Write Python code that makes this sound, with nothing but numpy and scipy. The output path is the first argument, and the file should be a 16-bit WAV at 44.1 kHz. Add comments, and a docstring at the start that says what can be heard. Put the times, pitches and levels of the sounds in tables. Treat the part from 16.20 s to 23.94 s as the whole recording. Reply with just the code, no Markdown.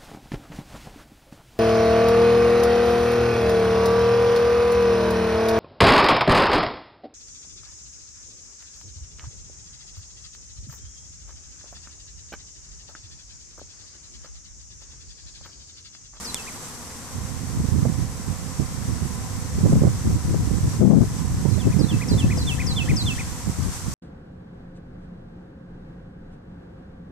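"""Bees in a gusty yard

A swarm beats its wings round a log and a hive box, over hissing grass and leaves and a far rumble.
Wind eddies buffet both ports of the camera microphone; the strongest gust pushes its limiter down.
A songbird repeats a three-part falling whistle, echoed by a wall; one sharp tick sounds close by."""
import sys
import numpy as np
from scipy import signal
from scipy.fft import rfft, irfft, next_fast_len
from scipy.io import wavfile
from scipy.ndimage import uniform_filter1d, map_coordinates

SR = 44100
rng = np.random.default_rng(int(sys.argv[2]) if len(sys.argv) > 2 else 0)


def waveform_to_disk(signal):
    """Save audio, clipped to [-1, 1], as 16-bit WAV at the path in sys.argv[1]."""
    frames = np.transpose(np.atleast_2d(signal))
    scaled = np.clip(frames, -1, 1) * 32767
    samples = np.round(scaled).astype(np.int16)
    wavfile.write(sys.argv[1], SR, samples)


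N = 341334


def amp(db):
    """Decibels to gain."""
    return 10 ** (np.asarray(db) / 20)


def unit(x):
    """x scaled to rms 1."""
    return x / np.sqrt(np.mean(x ** 2) + 1e-20)


def gain_at(points, hz):
    """Gain at hz from (f/Hz, level/dB) points joined on a log axis."""
    f, db = np.transpose(points)
    return amp(np.interp(np.log(hz + 1), np.log(f), db))


def curve(rows):
    """(t/s, value) rows as one value per sample."""
    return np.interp(np.arange(N) / SR, *np.transpose(rows))


def wobble(rate):
    """A smooth random curve with rate knots a second."""
    coarse = np.linspace(0, N, 2048)
    knots = rng.standard_normal(1024)
    smooth = map_coordinates(knots, [coarse * rate / SR], mode="wrap")
    return np.interp(np.arange(N), coarse, smooth)


def filtered(x, response):
    """x through a filter whose gain is response(hz)."""
    n = x.shape[-1]
    padded = next_fast_len(n + SR // 4)
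    return irfft(rfft(x, padded) * response(np.fft.rfftfreq(padded, 1 / SR)), padded)[..., :n]


def noise(spectrum, size):
    """Coloured noise of rms 1."""
    return unit(filtered(rng.standard_normal(size), lambda hz: gain_at(spectrum, hz)))


def running_rms(x, seconds):
    """Level of x under a soft sliding window."""
    width = max(int(seconds * SR), 1)
    return np.sqrt(np.abs(uniform_filter1d(uniform_filter1d(x ** 2, width), width)) + 1e-12)


def swarm(count=24, wing_hz=247, spread=.06, roam_db=3.5, width=0.47):
    """Each bee beats its wings at its own wavering rate and drifts nearer, farther and sideways."""
    # the hum as it reaches the microphone: t/s, level/dB
    hum_levels = [(0, -45.5), (1, -44), (3, -41), (5, -42.5), (6.5, -40), (7.74, -45)]
    # envelope of the wingbeat harmonics: f/Hz, relative level/dB
    wing_spectrum = [(240, 4.5), (480, -1.5), (750, -6), (1000, -5.5), (1300, -19.5), (2000, -13.5),
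                     (3000, -29.5), (5000, -70)]
    cycle = np.arange(2048) / 2048
    orders = np.arange(1, 21)[:, None]
    strengths = gain_at(wing_spectrum, orders * wing_hz)
    hum = np.zeros((2, N))
    for rank in np.linspace(-1, 1, count):
        phases = 2 * np.pi * (orders * cycle + rng.random(orders.shape))
        stroke = np.sum(strengths * np.sin(phases), axis=0)
        waver = .028 * wobble(4) + .005 * wobble(30)
        # most bees fly near the top rate; a few beat slower
        pitch = wing_hz * (1 + spread * rank - .15 * min(rank, 0) ** 2) * (1 + waver)
        stroke_index = (np.cumsum(pitch) / SR * len(cycle)).astype(int) % len(cycle)
        bee = stroke[stroke_index] * amp(roam_db * wobble(4))
        side = width * wobble(0.73)
        hum += bee * np.array([1 + side, 1 - side])
    return amp(curve(hum_levels)) * unit(hum)


def rustle(level_db=-2.0, flutter_db=0.65, alike_hz=1200):
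    """Grass and leaves hiss all round the microphone and swish as the log is handled."""
    # course of the hiss: t/s, relative level/dB
    hiss_levels = [(0, -33.5), (.65, -38), (4.4, -36), (5.1, -37), (7.74, -35)]
    # noise spectrum of the foliage: f/Hz, relative level/dB
    leaf_spectrum = [(200, 13), (600, -0.5), (1100, 7), (1700, -1.5), (3000, -2.5), (5000, 1.5),
                     (9000, -4.5), (14000, 1)]
    # swishes at the log: centre t/s, level/dB, half length/s
    swishes = [(.46, -46, 0.061), (5.367, -47, .048), (6, -38, .015), (6.325, -40, 0.065),
               (6.953, -42.5, 0.15), (7.547, -39.5, 0.055)]
    own, shared = noise(leaf_spectrum, size=(2, N)), noise(leaf_spectrum, size=N)
    alike = lambda hz: 1 / (1 + (hz / alike_hz) ** 4)  # long waves reach both ports alike
    highs = filtered(own, lambda hz: np.sqrt(1 - alike(hz)))
    lows = filtered(shared, lambda hz: np.sqrt(alike(hz)))
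    hiss = amp(curve(hiss_levels) + level_db + flutter_db * wobble(22)) * (highs + lows)
    t = np.arange(N) / SR
    swish_gain = sum(amp(db) * np.exp(-((t - s) / half) ** 2) for s, db, half in swishes)
    return hiss + swish_gain * rng.standard_normal((2, N))


def rumble(level_db=-47, apart=0.17):
    """Low noise from far off, nearly alike at both ports."""
    # distant outdoor noise: f/Hz, relative level/dB
    spectrum = [(20, -20), (50, -7), (115, -3.5), (150, -9), (250, -15), (320, -9), (800, -22), (2000, -29)]
    return amp(level_db) * (noise(spectrum, size=N) + apart * noise(spectrum, size=(2, N)))


def wind_force(port, unrest_db=1.84, attack_s=.015, release_s=.023, crown_db=3.0, crown_s=.1):
    """Wind on one port (0 left, 1 right): a restless breeze, and gusts that rise, crest and let go."""
    # breeze, mostly from the right: t/s, left level/dB, right level/dB
    breeze = [(0, -47, -50), (.9, -46, -44), (1.04, -47, -34.5), (1.49, -36, -19), (2.011, -38, -30),
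              (3.299, -35, -26), (3.38, -23, -21), (3.8, -32, -23), (4.11, -36, -24.5), (4.88, -25, -23),
              (5.219, -48, -23), (5.649, -38, -23), (6.11, -22, -21), (6.38, -24.5, -27.5),
              (6.65, -30, -21), (7.21, -36, -33.5), (7.74, -38, -32)]
    # gusts, each one low blast: start t/s, hold/s, left level/dB, right level/dB
    gusts = [(0.957, 0.088, -38.5, -29), (1.38, 0.024, -24, -32), (1.529, .15, -31, -19.5),
             (1.795, 0.029, -35, -21), (2.09, .01, -46, -22), (2.406, 0.0099, -40.5, -16),
             (2.679, 0.064, -46, -24), (2.831, 0.0063, -39, -22), (3.44, .04, -27, -12.5),
             (3.528, 0.042, -15, -18), (3.621, 0.057, -21, -14.5), (3.867, .02, -19, -31),
             (3.941, 0.01507, -21, -21), (4.061, .16, -20, -35.5), (4.25, .15, -40, -24),
             (4.439, 0.032, -21, -24), (4.611, .21, -6.5, -27), (5.118, 0.082, -24, -35),
             (5.251, .12, -44.5, -19), (5.461, .03, -13.5, -30), (5.552, .09, -34, -13.5),
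             (5.73, .03, -25, -22), (5.921, 0.038, -22, -18), (6.041, 0.00998, -16.5, -27),
             (6.7, 0.031, -17, -26), (6.839, 0.034, -25, -26), (7.274, .015, -40, -19),
             (7.39, 0.095, -23, -41.5), (7.661, 0.025, -43.5, -25.5)]
    t = np.arange(N) / SR
    breeze_db = curve([(s, levels[port]) for s, *levels in breeze])
    force = amp(breeze_db + unrest_db * wobble(16))
    for start, hold, *levels in gusts:
        rising = np.minimum(t - start, 0) / attack_s
        falling = np.maximum(t - start - hold, 0) / release_s
        edges = np.exp(-np.minimum(rising ** 2 + falling ** 2, 20))
        off_crest = np.minimum(np.abs(t - start - hold / 2) / crown_s, 2)
        force += amp(levels[port] - crown_db * off_crest ** 2) * edges
    return force


def buffet(force, level_db, hurry, swirl_db):
    """Eddies sweep over one port: stronger wind carries them faster, so it is louder and brighter."""
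    # eddy pressure in light wind: f/Hz, relative level/dB
    eddy_spectrum = [(15, -37), (30, -14), (65, 5), (110, 3.5), (170, -3), (260, -12.5), (400, -25),
                     (650, -40), (1200, -55), (3000, -82)]
    eddies = noise(eddy_spectrum, size=2 * N)
    travelled = np.cumsum(1 + hurry * force)
    pressure = np.interp(travelled, np.arange(2 * N), eddies) * amp(swirl_db * wobble(90))
    # eddies differ in size, while the wind force alone sets the slower level
    return amp(level_db) * force * pressure / running_rms(pressure, seconds=.022)


def bird(detune=0.0023):
    """A songbird's pure whistle: a steep sweep, a lower slur and a short arch, varied on each repeat."""
    # phrases: start t/s, sweep level/dB, slur level/dB, arch level/dB
    phrases = [(.047, -31, -34.5, -33), (5.294, -41, -39, -35.5), (5.589, -33, -32.5, -28.5),
               (5.882, -30, -29.5, -27), (6.173, -31, -25, -24.5), (6.466, -26.5, -23, -24),
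               (6.764, -24, -24, -27)]
    # the syllables, the slur ending in a soft flick: t/s within the phrase, f/Hz, relative level/dB
    sweep = [(-.004, 6800, -26), (.001, 5900, -12), (.006, 5250, -3), (.016, 4850, -4), (.035, 4300, -3),
             (.05, 4050, -2), (.062, 3950, -4), (.072, 3950, -30)]
    slur = [(.092, 3450, -26), (.1, 3580, -7), (.111, 3520, -2.5), (.123, 3200, -3), (.133, 2880, -6.5),
            (.144, 2660, -6), (.162, 2600, -8), (.176, 2620, -26), (.186, 3400, -35), (.194, 3170, -16),
            (.203, 2950, -26)]
    arch = [(.208, 1600, -24), (.217, 1800, -15), (.225, 2080, -9), (.231, 2480, -7), (.236, 2560, -7),
            (.25, 2030, -10), (.258, 1850, -26)]
    song = np.zeros(N + SR)
    for s, *levels in phrases:
        tuning = 1 + detune * rng.standard_normal()
        for syllable, db in zip((sweep, slur, arch), levels):
            when, hz, contour_db = np.transpose(syllable)
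            t = np.arange(when[0], when[-1], 1 / SR)
            phase = 2 * np.pi * np.cumsum(tuning * np.interp(t, when, hz)) / SR
            start = max(round((s + when[0]) * SR), 0)
            song[start:start + len(t)] += amp(db + np.interp(t, when, contour_db)) * np.sin(phase)
    return song[:N]


def yard(x, echo_s=0.032, near_db=-13, tail_db=-12, t60=1.0):
    """Ground and fence scatter at once, a wall returns one faint echo and bushes add a thin tail."""
    # a bounce off the ground delays the left port: f/Hz, phase lag/rad
    ground_lag = [(2000, .4), (2600, 1.2), (3200, 5.7), (3550, 6.5), (4050, 9), (4470, 10), (5250, 12.3)]
    # what the wall sends back: f/Hz, level/dB
    wall = [(2600, -23), (3500, -18), (4100, -14), (4650, -10), (5400, -24)]
    t = np.arange(SR // 2) / SR
    near, tail = rng.standard_normal((2, 2, len(t)))
    near *= amp(-60 * t / 0.002)
    tail *= amp(-60 * t / t60)
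    paths = amp(near_db) * near / np.linalg.norm(near[0]) + amp(tail_db) * tail / np.linalg.norm(tail[0])
    scatter = signal.fftconvolve(x[None], paths, axes=1)[:, :N]
    left = filtered(x, lambda hz: np.exp(-1j * np.interp(hz, *np.transpose(ground_lag))))
    echo = filtered(x, lambda hz: gain_at(wall, hz) * np.exp(-2j * np.pi * hz * echo_s))
    return np.array([left, x]) + scatter + echo


def tick(crack_db=-10, crack_t60=.005):
    """A small hard contact close to the microphone: a crack and a ring, gone within milliseconds."""
    # the contact and its bounce: t/s, level/dB
    contacts = [(.1448, -10), (.1456, -18)]
    # ringing modes: f/Hz, relative level/dB, t60/s
    modes = [(800, -15, .005), (5800, -17, .005), (8600, -6, .002), (11000, -4, .002)]
    crack_spectrum = [(1000, -5), (9000, 0), (13000, -16)]  # f/Hz, relative level/dB
    out, t = np.zeros((2, N)), np.arange(SR // 20) / SR
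    ring = sum(amp(db - 60 * t / t60) * np.sin(2 * np.pi * hz * t) for hz, db, t60 in modes)
    for s, db in contacts:
        crack = amp(crack_db - 60 * t / crack_t60) * noise(crack_spectrum, size=(2, len(t)))
        start = round(s * SR)
        out[:, start:start + len(t)] += amp(db) * (ring + crack)
    return out


def puffs(level_db=-4.5, life_s=.005):
    """Small fast eddies slap the ports: each thump swells at once and dies in a few cycles."""
    # puffs on the microphone: t/s, relative level/dB, left minus right/dB
    slaps = [(1.651, -17.5, -15), (3.404, -28, -4), (3.457, -16, -17), (3.523, -17.5, -2), (3.556, -22, 12),
             (3.635, -12, -30), (3.671, -15.5, -27), (4.141, -18.5, 16), (4.709, -8.5, 30),
             (4.734, -16, 24), (4.834, -17.5, 19), (5.253, -18, -30), (5.378, -25, -28), (5.468, -21, 13),
             (5.934, -19, -20), (6.043, -24, 16), (6.175, -23.5, -4), (6.706, -25.5, 5)]
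    # pressure of a puff: f/Hz, relative level/dB
    slap_spectrum = [(40, -20), (130, -5), (260, 0), (420, -3), (700, -9), (1200, -24), (3000, -62)]
    out, t = np.zeros((2, N + SR)), np.arange(SR // 8) / SR
    swell = t / life_s * np.exp(1 - t / life_s)
    pressure = noise(slap_spectrum, size=(2, N + SR))
    pressure /= running_rms(pressure, seconds=.012)
    for s, db, pan_db in slaps:
        start = round((s - life_s / 2) * SR)
        span = slice(start, start + len(t))
        pan = unit(amp(np.array([[pan_db], [-pan_db]]) / 2))
        out[:, span] += amp(db + level_db) * pan * swell * pressure[:, span]
    return out[:, :N]


def scene():
    """The open yard heard through the microphone's two ports, with the wind right on them."""
    # the cavity behind each port has its own resonance: f/Hz, level/dB
    left_cavity = [(300, -1.5), (1100, 3.5), (1900, 6), (3100, -1), (4000, 0.5), (5000, 3.5), (6100, 11.5),
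                   (7100, 3.5), (8300, 1), (10000, -0.5), (12200, -14), (14500, -19)]
    right_cavity = [(300, -2), (1100, -0.5), (1900, 0), (3100, 1.5), (4000, -0.5), (5900, -1), (6800, 6.5),
                    (7600, 13.5), (8600, 9.5), (10000, 3.5), (13000, -3), (14500, -11.5)]
    air = swarm() + rustle() + rumble() + yard(bird()) + tick()
    left = filtered(air[0], lambda hz: gain_at(left_cavity, hz))
    right = filtered(air[1], lambda hz: gain_at(right_cavity, hz))
    left += buffet(wind_force(port=0), level_db=1.26, hurry=2.0, swirl_db=4.5)
    right += buffet(wind_force(port=1), level_db=0.5, hurry=1.5, swirl_db=6.0)
    return np.array([left, right]) + puffs()


def record(dry, limit_db=-10, top_hz=14600):
    """The camera's limiter ducks both channels with the louder one; peaks round off, the top is cut."""
    loudest = running_rms(dry, seconds=.07).max(axis=0)
    limited = dry / (1 + (loudest / amp(limit_db)) ** 4) ** (1 / 4)
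    rounded = limited / (1 + limited ** 8) ** (1 / 8)
    return filtered(rounded, lambda hz: hz < top_hz)


dry = scene()
out = record(dry)
waveform_to_disk(out)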